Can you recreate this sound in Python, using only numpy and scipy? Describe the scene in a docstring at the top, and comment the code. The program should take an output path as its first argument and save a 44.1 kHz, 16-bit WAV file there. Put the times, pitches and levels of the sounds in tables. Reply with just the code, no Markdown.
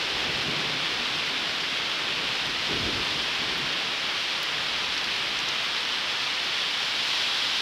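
"""Heavy night rain in mono from a sheltered spot: a dense wash of drops under a fine patter, made of noise
and random impulses. A dull roar of far rain sinks beneath it. Distant thunder, coloured from scattered
shocks, rolls from the start and swells again in the third second. Big drops then tick and splash close by,
as short filtered noise bursts, while the thunder fades to a faint echo.
Near the end the rain grows louder and brighter."""
import sys
import numpy as np
from scipy import signal
from scipy.fft import rfft, irfft, next_fast_len
from scipy.io import wavfile
from scipy.ndimage import uniform_filter1d, map_coordinates

SR = 44100
rng = np.random.default_rng(int(sys.argv[2]) if len(sys.argv) > 2 else 0)


def output_pcm(signal):
    """Save a mono or channel-first signal as 16-bit PCM at the path in sys.argv[1].

    Samples are clipped to [-1, 1] before scaling.
    """
    pcm = np.clip(np.atleast_2d(signal).T, -1, 1) * 32767
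    wavfile.write(sys.argv[1], SR, np.round(pcm).astype(np.int16))


N = 335601  # length in samples


def amp(db):
    """Decibels to gain."""
    return 10 ** (np.asarray(db) / 20)


def unit(x):
    """Scale x to rms 1."""
    return x / np.sqrt(np.mean(x ** 2) + 1e-20)


def curves(rows):
    """Join the rows by straight lines: one value per sample for each column after the time."""
    seconds, *columns = np.transpose(rows)
    return [np.interp(np.arange(N) / SR, seconds, column) for column in columns]


def wobble(rate):
    """A smooth random curve through rate knots a second."""
    knots = rng.standard_normal(int(N * rate / SR) + 4)
    return map_coordinates(knots, [np.arange(N) * rate / SR])


def filtered(x, response):
    """Multiply the spectrum of x by a response of frequency, padded against wrap-around."""
    size = next_fast_len(N + SR // 2)
    spectrum = rfft(x, size) * response(np.fft.rfftfreq(size, 1 / SR))
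    return irfft(spectrum, size)[:N]


def coloured(x, points):
    """Pass x through a (Hz, dB) spectrum read on a log frequency axis, then scale to rms 1."""
    point_hz, point_db = np.transpose(points)

    def response(hz):
        return amp(np.interp(np.log(hz + 1), np.log(point_hz), point_db))

    return unit(filtered(x, response))


def impacts(rate, spread_db):
    """Impulses at random moments, rate a second, of either sign and log-normal sizes up to a largest one."""
    draw = rng.standard_normal((int(rate * N / SR), 2))
    signs = np.sign(draw[:, 0])
    sizes = signs * amp(spread_db * np.minimum(draw[:, 1], 2))
    moments = rng.integers(N, size=len(sizes))
    return unit(np.bincount(moments, sizes, N))


def patchy_noise(patchy_db):
    """White noise whose bands swell and sink on their own, by patchy_db rms."""
    noise = signal.stft(rng.standard_normal(N), nperseg=512)[2]
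    patches = rng.standard_normal(noise.shape)
    patches = uniform_filter1d(patches, size=8, axis=0)  # across frequency
    patches = uniform_filter1d(patches, size=14, axis=1)  # along time
    return unit(signal.istft(noise * amp(patchy_db * unit(patches)), nperseg=512)[1][:N])


# Strength of the rain, steady until a late surge. # Each row: time in seconds, rain level in dB (before the
# lift and the stretching of its swings below).
RAIN_STRENGTH = [(0, -31), (2.2, -31.5), (3.05, -30.5), (3.7, -31.5), (5.45, -31), (6.05, -31), (6.8, -30),
                 (7.28, -28.5), (7.61, -29)]
# Colour of the rain. Each row: frequency in Hz, relative level in dB.
RAIN_COLOUR = [(30, -34), (120, -19), (300, -13), (600, -10.5), (1000, -6), (2000, -3.5), (2700, -.7),
               (3300, 0.3), (4200, -4.5), (5300, -9), (6600, -22), (8200, -28.5), (12000, -35.5),
               (15500, -44)]


def rain():
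    """Countless drops merge into a wash; nearer ones stand out in small clumps of patter."""
    strength_db, = curves(RAIN_STRENGTH)
    clumps = amp(1.4 * wobble(rate=110))
    patter = unit(impacts(rate=3000, spread_db=4.0) * clumps)
    wash = patchy_noise(patchy_db=0.23)
    sound = coloured(wash + amp(-6.5) * patter, RAIN_COLOUR)
    # the low body comes from all around and hardly follows the nearby splashing
    body = filtered(sound, lambda hz: 1 / (1 + (hz / 2900) ** 8))
    splashing = sound - body
    usual_db = np.median(strength_db)
    surge_db = strength_db - usual_db + 0.21 * wobble(rate=18)
    # the treble exaggerates each surge, so louder rain is brighter
    surging = body * amp(0.052 * surge_db) + splashing * amp(1.36 * surge_db)
    return amp(usual_db + 3.0) * surging


# The dull roar of rain farther off. Each row: time in seconds, rms level in dB.
FAR_LEVEL = [(0, -40.5), (1.3, -46.5), (3.8, -47), (4.3, -49), (7.61, -57)]
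# Colour of the roar. Each row: frequency in Hz, relative level in dB.
FAR_COLOUR = [(15, -22), (45, -5), (100, -19), (250, -6), (420, 2), (750, -0.5), (1100, -10), (2000, -19),
              (5000, -60)]


def far_rain():
    """Rain farther off loses its treble on the way and slowly dies down."""
    level_db, = curves(FAR_LEVEL)
    return amp(level_db) * coloured(patchy_noise(patchy_db=0.0), FAR_COLOUR)


# Peals of thunder. Each row: start in seconds, hold in seconds, deep boom level in dB, roll level in dB
# (each peal alone, before it joins the others in power).
THUNDER_PEALS = [(0.11, 0.11, -50, -46), (0.244, .2, -49, -43), (0.443, .1, -57, -37.5),
                 (0.7, .06, -66, -46), (2.13, 0.074, -60, -45), (2.41, .04, -50, -43.5),
                 (2.67, .2, -49, -37.2), (2.8, .12, -45, -41.5), (3.08, .02, -47.5, -44),
                 (3.35, .25, -55, -44.5), (4.5, .95, -57, -52.5)]
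PEAL_ATTACK_S, PEAL_FADE_DB_PER_S = 0.035, 90
# the rumble between the peals holds, then dies away
RUMBLE_BOOM_DB, RUMBLE_ROLL_DB = -66, -47.5
RUMBLE_END_S, RUMBLE_FADE_DB_PER_S = 3.92, 40
# the faint long echo outlasts it
ECHO_BOOM_DB, ECHO_ROLL_DB, ECHO_FADE_DB_PER_S = -60.5, -50, 0.4


def thunder_strength():
    """Gains of the boom and of the roll: peals, rumble and echo add in power."""
    t = np.arange(N) / SR

    def fade(from_s, db_per_s):
        return amp(-db_per_s * np.maximum(t - from_s, 0))

    rumble = fade(RUMBLE_END_S, RUMBLE_FADE_DB_PER_S)
    echo = fade(0, ECHO_FADE_DB_PER_S)
    parts = [np.outer(amp([RUMBLE_BOOM_DB, RUMBLE_ROLL_DB]), rumble),
             np.outer(amp([ECHO_BOOM_DB, ECHO_ROLL_DB]), echo)]
    for start_s, hold_s, boom_db, roll_db in THUNDER_PEALS:
        attack = np.clip((t - start_s) / PEAL_ATTACK_S, 0, 1)
        peal = attack * fade(start_s + PEAL_ATTACK_S + hold_s, PEAL_FADE_DB_PER_S)
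        parts.append(np.outer(amp([boom_db, roll_db]), peal))
    return np.linalg.norm(parts, axis=0)


# Colour of the deep boom. Each row: frequency in Hz, relative level in dB.
BOOM_COLOUR = [(12, -37), (28, -17), (52, 2.5), (75, -2), (105, 2), (160, -30), (400, -62)]
# Colour of the higher roll. Each row: frequency in Hz, relative level in dB.
ROLL_COLOUR = [(60, -38), (110, -9), (138, 2.5), (195, -2), (250, 0), (410, -2), (550, -10.5), (1000, -28),
               (2500, -60)]


def thunder():
    """Shocks from along the lightning channel arrive scattered and dulled by kilometres of air."""
    boom_gain, roll_gain = thunder_strength()
    boom = boom_gain * coloured(impacts(rate=610, spread_db=1.5), BOOM_COLOUR)
    roll = roll_gain * coloured(impacts(rate=1600, spread_db=1.5), ROLL_COLOUR)
    return (boom + roll) * amp(0.92 * wobble(rate=16))


# Big drops close by.
# Each row: landing time in seconds, peak of the tick in dB, peak of the splash in dB.
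NEAR_DROPS = [(2.468, -42, -33), (3.579, -38, -31), (4.4303, -33, -25), (4.978, -54, -21.5),
              (5.043, -42, -22), (5.389, -52, -20.5), (5.487, -46, -22), (5.646, -48, -32)]
TICK_HZ, SPLASH_HZ = 12600, 4800
TICK_T60_S, SPLASH_T60_S = 0.014, 0.016  # time for the noise to decay by 60 dB, before the band filter


def noise_burst(centre_hz, t60):
    """Decaying noise through four equal resonances in a row, at peak 1."""
    t = np.arange(SR // 20) / SR
    hz = np.fft.rfftfreq(len(t), 1 / SR)
    noise = rng.standard_normal(len(t)) * amp(-60 * t / t60)
    resonance = 1 / (1 + 1j * 1.43 * (hz / centre_hz - centre_hz / (hz + 1)))
    burst = irfft(rfft(noise) * resonance ** 4, len(t))
    return burst / np.abs(burst).max()


def drips():
    """Each near drop lands with a bright tick and bursts in a few milliseconds of lower splash."""
    out = np.zeros(N + SR)
    for land_s, tick_db, splash_db in NEAR_DROPS:
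        tick = amp(tick_db) * noise_burst(TICK_HZ, TICK_T60_S)
        splash = amp(splash_db) * noise_burst(SPLASH_HZ, SPLASH_T60_S)
        out[round(land_s * SR):][:len(tick)] += tick + splash
    return out[:N]


def scene():
    """Both channels carry the same sound."""
    mono = rain() + far_rain() + thunder() + drips()
    return np.array([mono, mono])


TOP_HZ = 15740


def record(dry):
    """The recorder keeps nothing above its band limit."""
    return np.array([filtered(channel, lambda hz: hz < TOP_HZ) for channel in dry])


dry = scene()
out = record(dry)
output_pcm(out)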